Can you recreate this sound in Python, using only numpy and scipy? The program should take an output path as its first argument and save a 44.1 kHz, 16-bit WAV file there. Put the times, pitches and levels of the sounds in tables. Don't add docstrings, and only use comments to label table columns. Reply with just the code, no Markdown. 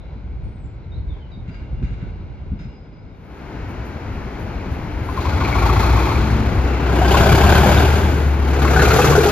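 import sys
import numpy as np
from scipy import signal
from scipy.fft import rfft, irfft, next_fast_len
from scipy.io import wavfile
from scipy.ndimage import uniform_filter1d

SR = 44100
rng = np.random.default_rng(int(sys.argv[2]) if len(sys.argv) > 2 else 0)


def output_pcm(signal):
    pcm = np.clip(np.atleast_2d(signal).T, -1, 1) * 32767
    wavfile.write(sys.argv[1], SR, np.round(pcm).astype(np.int16))


N = 410571
SIZE = next_fast_len(N)
HZ = np.maximum(np.arange(SIZE // 2 + 1) * SR / SIZE, 1)
T = np.arange(N) / SR

# time_s, firings_per_s
ENGINE_SPEED = [(5, 45.45), (5.3, 51.16), (5.45, 54.69), (5.6, 55.48), (5.95, 62.32), (6.25, 65.38),
                (6.95, 63.48), (7.55, 71.0), (7.9, 76.0), (8.1, 74.63), (8.45, 70.24), (8.8, 69.17),
                (9.1, 73.77), (9.3, 76.16)]
# time_s, bark_level_db, throb_level_db
ENGINE_LOAD = [(4.95, -43, -41), (5.1, -32, -36), (5.27, -28.5, -40), (5.45, -28, -28), (5.65, -22.5, -17),
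               (5.9, -21.5, -17), (6.12, -25, -18.5), (6.27, -29, -20.5), (6.55, -33, -18),
               (6.8, -35.5, -19.5), (6.95, -26, -15), (7.15, -16, -17), (7.5, -14.5, -13.5),
               (7.75, -16, -14), (8.1, -25.5, -16), (8.37, -39.5, -17), (8.62, -26, -16.5),
               (8.7, -22.5, -13.5), (8.79, -17.5, -15), (8.96, -14, -19), (9.31, -18, -21)]
# multiple_of_firing_rate, level_db
SIDE_LINES = [(1 / 2, -3), (3 / 4, -5), (5 / 4, -4), (3 / 2, -3), (7 / 4, 3.5), (9 / 4, -8), (5 / 2, -12.5),
              (11 / 4, -16)]
# pitch_hz, level_db
PIPE_RESPONSE = [(20, -23), (35, -14), (55, 2), (68, 10.5), (85, 1.5), (100, -4), (115, 1.5), (135, -1.5),
                 (200, -9)]
# time_s, pitch_hz, level_db
EASING_HUM = [(6.12, 213, -63), (6.24, 215.3, -30), (6.38, 216.5, -23.5), (6.52, 221.6, -32),
              (6.68, 220, -51)]
PUFF_STRENGTHS = [4.5, 4, 4.5]
BARK_CROSSFADES = [6.1, 7.0, 8.1, 8.6]
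# pitch_hz, level_db (per Hz)
BARK_FAR_COLOUR = [(120, -34), (200, -11.5), (367, 5.5), (420, -8.5), (643, -2.5), (726, -1.5), (911, 1),
                   (998, -7), (1110, 2), (1440, -7.5), (1700, -15.5), (2100, -9.5), (2550, -8.5),
                   (2850, -21.5), (3300, -14.5), (3750, -18), (4200, -13.5), (4700, -20.5), (7500, -25.5),
                   (9750, -73), (16500, -120)]
BARK_MID_COLOUR = [(120, -3.5), (200, 7), (251, -17), (396, 5), (482, -7.5), (596, -1.5), (858, -2.5),
                   (1220, -8.5), (1550, -3), (1800, -17), (2300, -13.5), (2900, -15.5), (3500, -14),
                   (3900, -20), (4830, -19.5), (5620, -25.5), (6440, -23), (7500, -21), (9750, -72),
                   (16500, -120)]
BARK_NEAR_COLOUR = [(120, -44), (200, -17), (306, -12), (440, 1.5), (569, -13), (771, -10), (968, -17),
                    (1460, -10), (1890, -20), (2560, -21.5), (2890, -24.5), (4210, -23.5), (5540, -27.5),
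                    (6440, -25), (7500, -26.5), (9750, -58), (16500, -120)]
# pitch_hz, level_db
STACK_LEAN_FAR = [(500, -5.5), (750, 10), (900, -5), (1100, 22), (1400, -7), (2000, 0), (2400, 8),
                  (4000, 3)]
STACK_LEAN_MID = [(500, 4), (700, 0.5), (850, -7), (1100, 14), (1500, 8), (2200, -2), (3000, 7), (5000, 1)]
STACK_LEAN_NEAR = [(500, 5), (750, -3), (950, 10), (1200, 9), (1550, 4), (1850, 3), (3000, -2), (5000, 7.5)]
# pitch_hz, level_db
STACK_RINGS_FAR = [
    [(1093, -6), (1411, -5), (2250, -21)],
    [(914, -14), (371, -22), (2430, -17)],
]
STACK_RINGS_MID = [
    [(982, -11), (1604, -16), (809, -6.5), (515, -28)],
    [(688, -13), (1550, -9.5), (367.3, -4), (3060, -16.5), (2256, -21), (1055, -14)],
]
STACK_RINGS_NEAR = [
    [(1445, -12), (798, -6.5), (440, -5.5)],
    [(1543, -12), (1210, -10.5), (402, -15), (2610, -15.5)],
]
# pitch_hz, level_db (per Hz)
BOOM_COLOUR = [(25, -50), (55, -14), (80, -1.5), (97, 2.5), (177, -9), (247, -16.5), (300, -35), (390, -28),
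               (660, -120)]
BOOM_NEAR_COLOUR = [(25, -50), (60, -23), (83, -8), (97, -17), (118, 0), (157, 2), (205, -27), (300, -12.5),
                    (390, -46), (660, -120)]
# start_s, level_db, pitch_hz
EXHAUST_KNOCKS = [(5.089, -18.5, 1053), (5.176, -15, 1050), (5.255, -14, 1030), (5.371, -23, 915),
                  (5.412, -14.5, 1050), (5.553, -12, 1053), (5.628, -10.5, 1115), (5.663, -14, 900),
                  (5.693, -12, 1130), (5.762, -16, 1125), (5.83, -14.5, 1050), (5.895, -27, 1110),
                  (5.961, -14, 1090), (6.024, -23, 895), (6.071, -14, 940), (6.117, -13, 926),
                  (5.2906, -23, 2160), (5.3724, -24, 2250), (5.4498, -15, 2340), (5.5271, -14, 2220),
                  (5.586, -16, 2340), (5.6214, -19, 2350), (5.988, -23, 2430), (6.0564, -26, 2360),
                  (6.1197, -28, 2170), (6.1567, -19, 2350), (7.016, -9, 720), (7.074, -15, 720),
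                  (7.144, -6, 1075), (7.198, -11, 835), (7.259, -8.5, 606), (7.438, -10, 1005),
                  (7.468, -10, 710), (7.526, -13.5, 607), (7.58, -14, 1010), (7.635, -6, 830),
                  (7.661, -6.5, 524), (7.692, -9, 580), (7.714, -19, 570), (7.8, -10, 727),
                  (7.4079, -13, 1610), (7.4837, -20, 1560), (7.5246, -7.5, 1570), (7.5475, -21, 1590),
                  (7.5825, -11, 1570), (7.6588, -30, 1410), (7.766, -13.5, 1500), (7.8074, -15, 1430),
                  (7.114, -16, 2900), (7.1723, -11.5, 2800), (7.2945, -12.5, 2330), (7.3514, -20, 2230),
                  (7.4118, -14, 2640), (7.4692, -16, 2610), (7.524, -16, 2570), (7.6906, -22, 2310),
                  (7.7989, -23, 2860), (7.8553, -19, 2830), (8.647, -17, 348), (8.765, -27, 442),
                  (8.85, -17, 433), (8.879, -12, 428), (8.987, -7, 490), (9.042, -4, 457),
                  (9.099, -5.5, 432), (9.151, -8, 428), (9.18, -3, 415), (9.209, -9, 375),
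                  (9.229, -8.5, 349), (9.255, -1, 412), (8.762, -8, 767), (8.936, -9, 784),
                  (8.992, -4.5, 807), (9.021, -35, 756), (9.079, -13, 880), (9.151, -9, 670),
                  (9.238, -13, 690), (9.263, -9, 800), (8.6522, -9.5, 1114), (8.6801, -19, 1610),
                  (8.7635, -4.5, 1495), (8.7944, -8, 1730), (8.8188, -4.5, 1490), (8.8503, -13, 1410),
                  (8.9086, -5, 1400), (8.9645, -18, 1380), (8.9884, -8, 1223), (9.0448, -12, 1260),
                  (9.1221, -10, 1130), (9.1531, -8, 1454), (8.6801, -18, 2040), (8.7969, -23, 2210),
                  (8.8228, -16, 2670), (8.8498, -12, 2400), (8.8807, -18, 2380), (8.9066, -17, 2100),
                  (9.0159, -15, 2640), (9.2045, -19, 2270), (9.2873, -23, 2640), (5.447, -28, 4120),
                  (5.5867, -33, 4490), (5.665, -34, 4460), (5.8012, -35, 4300), (5.8321, -28, 4050),
                  (5.8945, -29, 4200), (6.0247, -31, 4200), (6.087, -34, 4290), (7.0824, -21, 4930),
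                  (7.1443, -27, 3510), (7.1777, -23, 3460), (7.2356, -18, 4980), (7.2914, -20, 4670),
                  (7.3563, -20, 4840), (7.5239, -25, 3550), (7.5533, -16, 4310), (7.7748, -16, 3700),
                  (8.7975, -20, 4060), (8.8504, -22, 3970), (8.9112, -18, 4230), (8.9636, -24, 4230),
                  (9.018, -22, 3330), (9.0719, -22, 3350), (9.2899, -18, 4990)]
# delay_s, level_db
PLATFORM_ECHOES = [(.009, -4.5), (.016, -9), (.023, -10)]
# time_s, level_db
RASP_LEVEL = [(4.95, -60), (5.2, -45), (5.45, -42), (5.9, -45), (6.2, -41), (6.6, -60), (6.82, -51),
              (6.95, -54), (7.1, -36), (7.5, -33.5), (7.85, -37), (8.1, -50), (8.4, -50), (8.55, -43),
              (8.7, -37), (8.9, -41), (9.31, -34)]
# pitch_hz, level_db (per Hz)
RASP_TONE_COLOUR = [(1200, -40), (1900, -9), (2600, 0), (3400, -1.5), (4400, -0.5), (5600, -14),
                    (7500, -11), (9000, -75)]
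# time_s, level_db
WHISTLE_LEVEL = [(6.5, -60), (6.72, -44), (7.0, -44), (7.2, -46), (7.4, -62)]
# time_s, rolling_level_db, rumble_level_db
TRAIN_LEVELS = [(3.1, -45, -45), (3.3, -40, -43), (3.55, -33.5, -29.5), (4.3, -31.5, -27.5),
                (5.05, -30, -24), (5.45, -23.5, -43), (5.8, -23.5, -27), (6.6, -23.5, -20.5),
                (7.2, -19, -49), (7.85, -19, -35), (8.3, -25, -30), (8.75, -18.5, -35), (9.31, -22.5, -39)]
# pitch_hz, level_db (per Hz)
ROLL_COLOUR = [(59, -51), (100, -3), (185, -6.5), (329, -5.5), (577, -14), (679, -13.5), (729, -14),
               (874, -13), (1150, -18.5), (1480, -17), (1800, -22), (2200, -20.5), (3580, -34), (4130, -33),
               (7500, -45), (9750, -85), (16500, -120)]
RUMBLE_COLOUR = [(12, -43), (20, -13), (40, -8), (59, 1), (105, -5.5), (130, -12), (200, -17), (260, -14.5),
                 (440, -120)]
HISS_COLOUR = [(3500, -56), (5000, -46), (6500, 10), (8000, -59), (10000, 11.5), (12500, 4.5), (14500, 0),
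               (16000, -2.5)]
# start_s, level_db
AIR_SPITS = [(3.683, -57), (3.846, -55), (4.13, -60), (4.384, -52), (4.711, -53), (5.046, -52)]
# start_s, level_db, t60_s, tilt_db_per_octave
COUPLING_CLANKS = [(1.4755, -51, 0.77, -4), (1.54, -56, 0.54, -6), (1.824, -47.5, 0.98, -3),
                   (2.01, -56, 0.35, -7), (2.5894, -50, 0.56, -2.5)]
# pitch_hz, width_hz, level_db
COUPLING_MODES = [(1500, 370, -3.5), (2170, 540, -1), (2630, 140, -15), (3720, 650, -6.5), (4900, 200, -15),
                  (6000, 2300, -11)]
# start_s, length_s, from_hz, to_hz, level_db
BIRD_NOTES = [(.0, .045, 3620, 3540, -60), (.43, .03, 4300, 4380, -66), (1.065, .022, 4500, 4900, -69),
              (.0, 0.24, 3920, 3990, -71), (.43, .16, 8850, 8550, -78.5), (0.547, 0.19, 8100, 7840, -75),
              (.63, .12, 7350, 7150, -72), (0.832, .02, 4350, 3700, -58), (0.914, 0.06, 3710, 3900, -58),
              (.94, .03, 3850, 4200, -57), (0.955, 0.025, 4270, 3700, -53), (0.974, .07, 4200, 4000, -63),
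              (1.08, 0.049, 3820, 3430, -50), (1.12, .04, 3350, 3150, -58), (1.156, 0.04, 3500, 3340, -58),
              (1.199, 0.066, 3160, 2880, -55), (1.314, 0.045, 3890, 3630, -49.5),
              (1.313, 0.055, 4800, 4660, -65.5), (1.51, 0.11, 4850, 4750, -63),
              (2.584, 0.21, 5070, 4950, -63), (2.6, .3, 5180, 5100, -74), (2.76, 0.38, 4970, 5040, -69),
              (3.105, .055, 3800, 3700, -65)]
# time_s, level_db
WHINE_LEVEL = [(0, -73), (1.42, -86), (1.49, -59), (1.78, -69), (1.84, -60), (2.2, -70), (2.7, -66),
               (2.85, -76), (3.3, -80), (3.4, -120)]
# time_s, level_db
WIND_LEVEL = [(0, -31.5), (.6, -31.5), (.8, -36.5), (1.1, -29), (1.3, -34.5), (1.4, -33.5), (2.0, -27),
              (2.66, -29.5), (2.76, -43.5), (3.3, -39), (3.5, -21.5)]
# pitch_hz, level_db (per Hz)
WIND_TONE_COLOUR = [(12, -48), (20, -40), (39, 5), (64, 6.5), (125, -3), (285, -25.5), (331, -19),
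                    (400, -40), (520, -53), (880, -120)]
# start_s, level_db, pitch_hz
GUST_THUMPS = [(0.152, -23.5, 70), (0.549, -33, 75.5), (1.362, -21, 84), (1.481, -18.5, 103),
               (1.615, -21, 63), (1.817, -9.5, 123.5), (1.901, -24, 54.6), (2.024, -16, 107),
               (2.196, -20, 61.6), (2.515, -10, 75), (2.601, -22.5, 139), (2.649, -20.5, 129),
               (2.7, -34, 160)]
# time_s, level_db
YARD_LEVEL = [(0, -41), (.7, -43), (1.4, -41.5), (2.1, -40), (2.8, -43), (3.2, -43.5), (3.5, -36)]
# pitch_hz, level_db (per Hz)
YARD_TONE_COLOUR = [(40, -77), (90, -11.5), (150, -5), (255, -12.5), (400, -15), (730, -23), (950, -23),
                    (1150, -30.5), (1500, -26.5), (1800, -37), (2200, -28), (2650, -38), (3100, -41),
                    (4000, -40.5), (4800, -46), (7300, -58.5), (8000, -69), (16000, -110)]
# pitch_hz, share_0_to_1
SHARED_YARD = [(60, 0.79), (290, 0.92), (640, 0.5), (1400, 0.2), (3100, 1), (7000, 0.2), (12000, 0.9)]
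SHARED_TRAIN = [(60, 0.97), (290, 0.96), (640, 0.68), (1400, 0.51), (2300, 0.89), (3300, 0.58),
                (5000, 0.22), (7500, 0.8), (12000, 1)]
# time_s, left_over_right_db
BALANCE = [(0, -1.9), (2.9, -2.1), (3.3, 0), (9.31, 0)]
# pitch_hz, left_over_right_db
PORT_BALANCE = [(60, 2.5), (110, 2.5), (200, 3.5), (380, 1), (700, 5), (1290, 5), (2380, 2.5), (4400, 0),
                (8120, 2), (15000, -3)]

LOUD_DB = -23
PUFF_DEPTH, DEEPEST = 0.84, 0.9
DEPTH_PER_RISE, DEPTH_NEARS_PER_S = 0.013, 0.04
PUFF_LEAD = 0.47
RINGS_DB, RINGS_DB_PER_DEPTH = 0, 10.5
RING_SPREAD_DB, RING_ROUGH = 2.5, 0.65
BOOM_DB, BOOM_FOLLOWS, LINES_DB = -24, 0.66, -0.5
LINES_SINK_DB_PER_S = 3
KNOCK_RISE_S, KNOCK_T60_S = 0.00079, 0.038
CRACKLES_PER_S, CRACKLES_BUNCH = 2200, 2.5
WHISTLE_HZ, WHISTLE_WIDTH_HZ = 2670, 72
HISS_PULSES, ROLL_PULSES = 1.2, 0.5
HISS_DB, HISS_FOLLOWS, HISS_NEARS_DB_PER_S = -39, 1.1, 1
IDLE_HISS_DB, IDLE_NEARS_DB_PER_S, SPIT_T60_S = -63.5, 3.5, 0.23
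SLAP_DB, THUMP_TOP_HZ = -5.5, 330
LEFT_LEAD_S = 5.7e-5
WIDTH_ENDS_HZ, CUTOFF_HZ = 10800, 15850


def exhaust():
    firing_hz, = in_time(ENGINE_SPEED)
    bark_db, throb_db = in_time(ENGINE_LOAD)
    boom_db = BOOM_DB + BOOM_FOLLOWS * (bark_db - LOUD_DB)
    firings = np.cumsum(firing_hz * (T >= ENGINE_SPEED[0][0])) / SR
    swell_db_per_s = uniform_filter1d(np.gradient(bark_db) * SR, size=SR // 5)
    depth = PUFF_DEPTH + DEPTH_NEARS_PER_S * (T - 7) + DEPTH_PER_RISE * swell_db_per_s
    first, second = two_stacks(firings, depth)
    puff = np.hypot(first, second)
    to_mid, to_near = [fade(a, b - a) for a, b in np.reshape(BARK_CROSSFADES, (2, 2))]

    tones = firing_tones(firings, firing_hz, throb_db, boom_db) + easing_hum()
    bark = amp(bark_db) * stack_bark(firings, depth, first, second, to_mid, to_near)
    boom = amp(boom_db) * exhaust_boom(puff, to_near)
    opened = fade(5.04, 0.26)
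    return opened * (tones + bark + boom), 1 + opened * (puff - 1)


def firing_tones(firings, firing_hz, throb_db, boom_db):
    tones = np.sqrt(2) * amp(throb_db + 1.9 * drift(27.0)) * np.sin(2 * np.pi * firings)
    for multiple, db in SIDE_LINES:
        phase = 2 * np.pi * rng.random() + 0.28 * drift(2.2)
        pipe_db = np.interp(multiple * firing_hz, *np.transpose(PIPE_RESPONSE))
        sink_db = LINES_SINK_DB_PER_S * (T - 6) * (multiple > 1)
        line_db = boom_db + LINES_DB - sink_db + db + pipe_db + 2.0 * drift(3.0)
        tones += amp(line_db) * np.sin(2 * np.pi * multiple * firings + phase)
    return tones


def easing_hum():
    hum_hz, hum_db = in_time(EASING_HUM)
    return np.sqrt(2) * amp(hum_db) * np.sin(2 * np.pi * np.cumsum(hum_hz) / SR)


def two_stacks(firings, depth):
    depth = np.clip(depth, 0, DEEPEST)
    first, second = [puffing(firings + PUFF_LEAD + later, depth) for later in (0, 2)]
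    even = np.sqrt(uniform_filter1d(first ** 2 + second ** 2, size=SR // 3))
    return first / even, second / even


def puffing(firings, depth):
    which, through = (firings // 4).astype(int), firings / 4 % 1
    chance_db = 1.3 * rng.standard_normal(200)
    strength = amp(np.array(PUFF_STRENGTHS)[which % 3] + chance_db[which])
    shape = strength * through / 0.22 * np.exp(1 - through / 0.21)
    return 1 - depth + depth * shape * 0.62


def stack_bark(firings, depth, first, second, to_mid, to_near):
    weights = (1 - to_mid, to_mid - to_near, to_near)
    colours = (BARK_FAR_COLOUR, BARK_MID_COLOUR, BARK_NEAR_COLOUR)
    leans = (STACK_LEAN_FAR, STACK_LEAN_MID, STACK_LEAN_NEAR)
    ring_sets = (STACK_RINGS_FAR, STACK_RINGS_MID, STACK_RINGS_NEAR)
    ring_gain = amp(RINGS_DB + RINGS_DB_PER_DEPTH * (depth - PUFF_DEPTH))
    bark = 0
    for weight, colour, lean, modes in zip(weights, colours, leans, ring_sets):
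        share = 1 / (1 + amp(-2 * at_hz(lean)))
        gas = noise(colour, SHARED_TRAIN, first, 10 * np.log10(share))
        gas += noise(colour, SHARED_TRAIN, second, 10 * np.log10(1 - share))
        bark = bark + np.sqrt(weight) * (gas + ring_gain * rings(firings, modes))
    return bark


def rings(firings, modes):
    out, at_ports = 0, T - LEFT_LEAD_S * np.array([[0], [1]])
    for stack, own in enumerate(modes):
        cycles = (firings + PUFF_LEAD + 2 * stack) / 4
        for hz, db in own:
            level, detune, start, slip = rng.standard_normal((200, 4))[cycles.astype(int)].T
            through = np.maximum(cycles % 1 - 0.036 * np.abs(slip), 0) / 0.11
            shape = through * np.exp(1 - through) * amp(db + RING_SPREAD_DB * level)
            rough = RING_ROUGH * np.sqrt(hz / 1000) * drift(70)
            turn = 2 * np.pi * hz * (1 + .045 * detune) * at_ports
            out = out + shape * np.sin(turn + 10 * start + rough)
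    return out


def exhaust_boom(puff, to_near):
    far = noise(BOOM_COLOUR, SHARED_TRAIN, puff ** 0.18)
    near = noise(BOOM_NEAR_COLOUR, SHARED_TRAIN, puff ** 0.33)
    return np.sqrt(1 - to_near) * far + np.sqrt(to_near) * near


def knocks():
    out, t = np.zeros((2, N + SR)), np.arange(SR // 12) / SR
    arrivals = [(0.0001, 0)] + PLATFORM_ECHOES
    chances = rng.standard_normal((len(EXHAUST_KNOCKS), len(arrivals), 4))
    port_t = LEFT_LEAD_S * np.array([[0], [1]])
    for (s, db, hz), chance in zip(EXHAUST_KNOCKS, chances):
        slow = np.sqrt(1000 / hz)
        rise_s = KNOCK_RISE_S * slow
        shape = (1 - np.exp(-t / rise_s)) * amp(-60 * t / (KNOCK_T60_S * slow))
        for (delay_s, echo_db), (slip, detune, start, apart) in zip(arrivals, chance):
            at = round((s - rise_s + delay_s * (1 + 0.1555 * slip)) * SR)
            turn = 2 * np.pi * hz * ((1 + 0.012 * detune) * t - port_t) + 10 * start
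            port_turn = (delay_s > 0) * 0.16 / slow * apart * np.array([[1], [-1]])
            out[:, at:at + len(t)] += amp(db + echo_db) * shape * np.sin(turn + port_turn)
    return out[:, :N]


def rasp(puff):
    struck = rng.random(N) < CRACKLES_PER_S * puff ** CRACKLES_BUNCH / SR
    grains = struck * amp(3.5 * np.minimum(rng.exponential(1, N), 5))
    gate = uniform_filter1d(grains, size=40) + 1e-3
    return fade(4.95, .1) * amp(in_time(RASP_LEVEL)[0]) * noise(RASP_TONE_COLOUR, SHARED_TRAIN, gate=gate)


def engine_whistle():
    whistle = narrow_band(rng.standard_normal((2, N)), WHISTLE_HZ, WHISTLE_WIDTH_HZ)
    return fade(6.4, .1) * amp(in_time(WHISTLE_LEVEL)[0]) * whistle


def train(puff):
    roll_db, rumble_db = in_time(TRAIN_LEVELS)
    roll = amp(roll_db) * noise(ROLL_COLOUR, SHARED_TRAIN, gate=puff ** ROLL_PULSES)
    rumble = amp(rumble_db) * noise(RUMBLE_COLOUR, SHARED_TRAIN, gate=amp(2.05 * drift(8.5)))
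    return fade(3.07, 0.32) * (roll + rumble + air_hiss(puff))


def air_hiss(puff):
    load_swing_db = HISS_FOLLOWS * (in_time(ENGINE_LOAD)[0] - LOUD_DB)
    loaded = fade(4.6, 0.14) * amp(HISS_DB + load_swing_db + HISS_NEARS_DB_PER_S * (T - 8.5))
    idle = amp(IDLE_HISS_DB + IDLE_NEARS_DB_PER_S * (T - 4.0))
    spits = sum(amp(db) * burst(s, .008, SPIT_T60_S) for s, db in AIR_SPITS)
    gate = puff ** HISS_PULSES * amp(0.5 * drift(8.2))
    return np.hypot(idle + spits, loaded) * noise(HISS_COLOUR, SHARED_TRAIN, gate=gate)


def clanks():
    out, white = 0, rng.standard_normal((2, N)) * amp(1.8 * drift(25))
    for hz, width_hz, db in COUPLING_MODES:
        octaves = np.log2(hz / 2500)
        blows = sum(amp(peak_db + tilt_db * octaves) * burst(s, 0.003, t60)
                    for s, peak_db, t60, tilt_db in COUPLING_CLANKS)
        out = out + amp(db) * blows * narrow_band(white, hz, width_hz)
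    return signal.sosfilt(signal.butter(6, 7200, fs=SR, output="sos"), out)


def birds():
    out, flutter = np.zeros(N), 1 + .009 * drift(90)
    broken = amp(3.5 * drift(60))
    for s, length_s, from_hz, to_hz, db in BIRD_NOTES:
        at, n = round(s * SR), round(length_s * SR)
        hz = np.linspace(from_hz, to_hz, n) * flutter[at:at + n]
        from_edge = np.minimum(np.arange(n), np.arange(n)[::-1])
        shape = np.minimum(from_edge / (0.0072 * SR), 1) * np.geomspace(1, .25, n) * broken[at:at + n]
        out[at:at + n] += amp(db) * shape * np.sin(2 * np.pi * np.cumsum(hz) / SR)
    echo_s = np.arange(SR // 3) / SR
    echoes = rng.standard_normal((2, SR // 3)) * amp(-27.0 - 60 * echo_s / 0.32)
    return out + signal.fftconvolve(out[None], echoes, axes=1)[:, :N]


def far_whine():
    tone = np.sin(2 * np.pi * 2790 * T + 2.5 * drift(15)) * amp(3.0 * drift(12))
    breath = narrow_band(rng.standard_normal((2, N)), 2790, 130)
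    return amp(in_time(WHINE_LEVEL)[0]) * (tone + 0.67 * breath)


def yard():
    return (wind() + gust_knocks() + far_rumble()) * (1 - fade(3.19, 0.4))


def wind():
    gate = amp(0.76 * drift(34) + 3.1 * drift(5.9))
    return amp(in_time(WIND_LEVEL)[0]) * noise(WIND_TONE_COLOUR, SHARED_YARD, gate=gate)


def gust_knocks():
    thumps = sum(amp(db) * burst(s, 0.0027, 0.089) * np.sin(2 * np.pi * hz * (T - s))
                 for s, db, hz in GUST_THUMPS)
    slap_shape = sum(amp(db + SLAP_DB) * burst(s, 0.0057, 0.11) for s, db, hz in GUST_THUMPS)
    slaps = slap_shape * narrow_band(rng.standard_normal(N), 182, 140)
    dull = signal.butter(4, THUMP_TOP_HZ, fs=SR, output="sos")
    return signal.sosfilt(dull, thumps + slaps)


def far_rumble():
    gate = amp(0.59 * drift(9.8))
    return amp(in_time(YARD_LEVEL)[0]) * noise(YARD_TONE_COLOUR, SHARED_YARD, gate=gate)


def amp(db):
    return 10 ** (np.asarray(db) / 20)


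def rms_one(x):
    return x / np.sqrt(np.mean(x ** 2) + 1e-20)


def in_time(rows):
    s, *columns = np.transpose(rows)
    return [np.interp(T, s, c) for c in columns]


def at_hz(points):
    hz, values = np.array(points).T
    return np.interp(np.log(HZ), np.log(hz), values)


def fade(start_s, length_s):
    return np.clip((T - start_s) / length_s, 0, 1)


def drift(rate):
    r = np.exp(-80 * np.pi * rate / SR)
    white = rng.standard_normal(N // 40 + 2002)
    slow = signal.lfilter([1], [1, -2 * r, r * r], white)[2000:]
    return np.interp(np.arange(N) / 40, np.arange(len(slow)), rms_one(slow))


def noise(colour, direct, gate=1, lean_db=0):
    shared, left, right = rfft(gate * rng.standard_normal((3, N)), SIZE)
    share = np.clip(at_hz(direct), 0, 1)
    late = shared * np.exp(-2j * np.pi * HZ * LEFT_LEAD_S)
    pair = np.sqrt(share) * np.array([shared, late]) + np.sqrt(1 - share) * np.array([left, right])
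    gain = amp(at_hz(colour))
    loudness = np.sqrt(np.mean(gain ** 2) * np.mean(np.square(gate)))
    return irfft(pair * gain * amp(lean_db), SIZE)[:, :N] / loudness


def resonance(x, hz, width_hz):
    r = np.exp(-np.pi * width_hz / SR)
    zeros = [(1 - r * r) / 2, 0, (r * r - 1) / 2]
    return signal.lfilter(zeros, [1, -2 * r * np.cos(2 * np.pi * hz / SR), r * r], x)


def narrow_band(x, hz, width_hz):
    return rms_one(resonance(resonance(x, hz, width_hz), hz, width_hz))


def burst(s, rise_s, t60):
    t = np.maximum(T - s, 0)
    return (1 - np.exp(-t / rise_s)) * amp(-60 * t / t60)


def scene():
    engine, puff = exhaust()
    locomotive = engine + knocks() + rasp(puff) + engine_whistle() + train(puff)
    background = clanks() + birds() + far_whine() + yard()
    balance_db, = in_time(BALANCE)
    return (locomotive + background) * amp(balance_db * [[.5], [-.5]])


def record(dry):
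    port_gain = amp(at_hz(PORT_BALANCE) * [[.5], [-.5]])
    ports = irfft(rfft(dry, SIZE) * port_gain, SIZE)[:, :N]
    left, right = 1.05 * np.tanh(ports / 1.05)
    narrowing = signal.butter(3, WIDTH_ENDS_HZ, fs=SR, output="sos")
    side = signal.sosfiltfilt(narrowing, (left - right) / 2)
    both = (left + right) / 2 + side * [[1], [-1]]
    return signal.sosfilt(signal.cheby2(16, 70, CUTOFF_HZ, fs=SR, output="sos"), both)


dry = scene()
out = record(dry)
output_pcm(out)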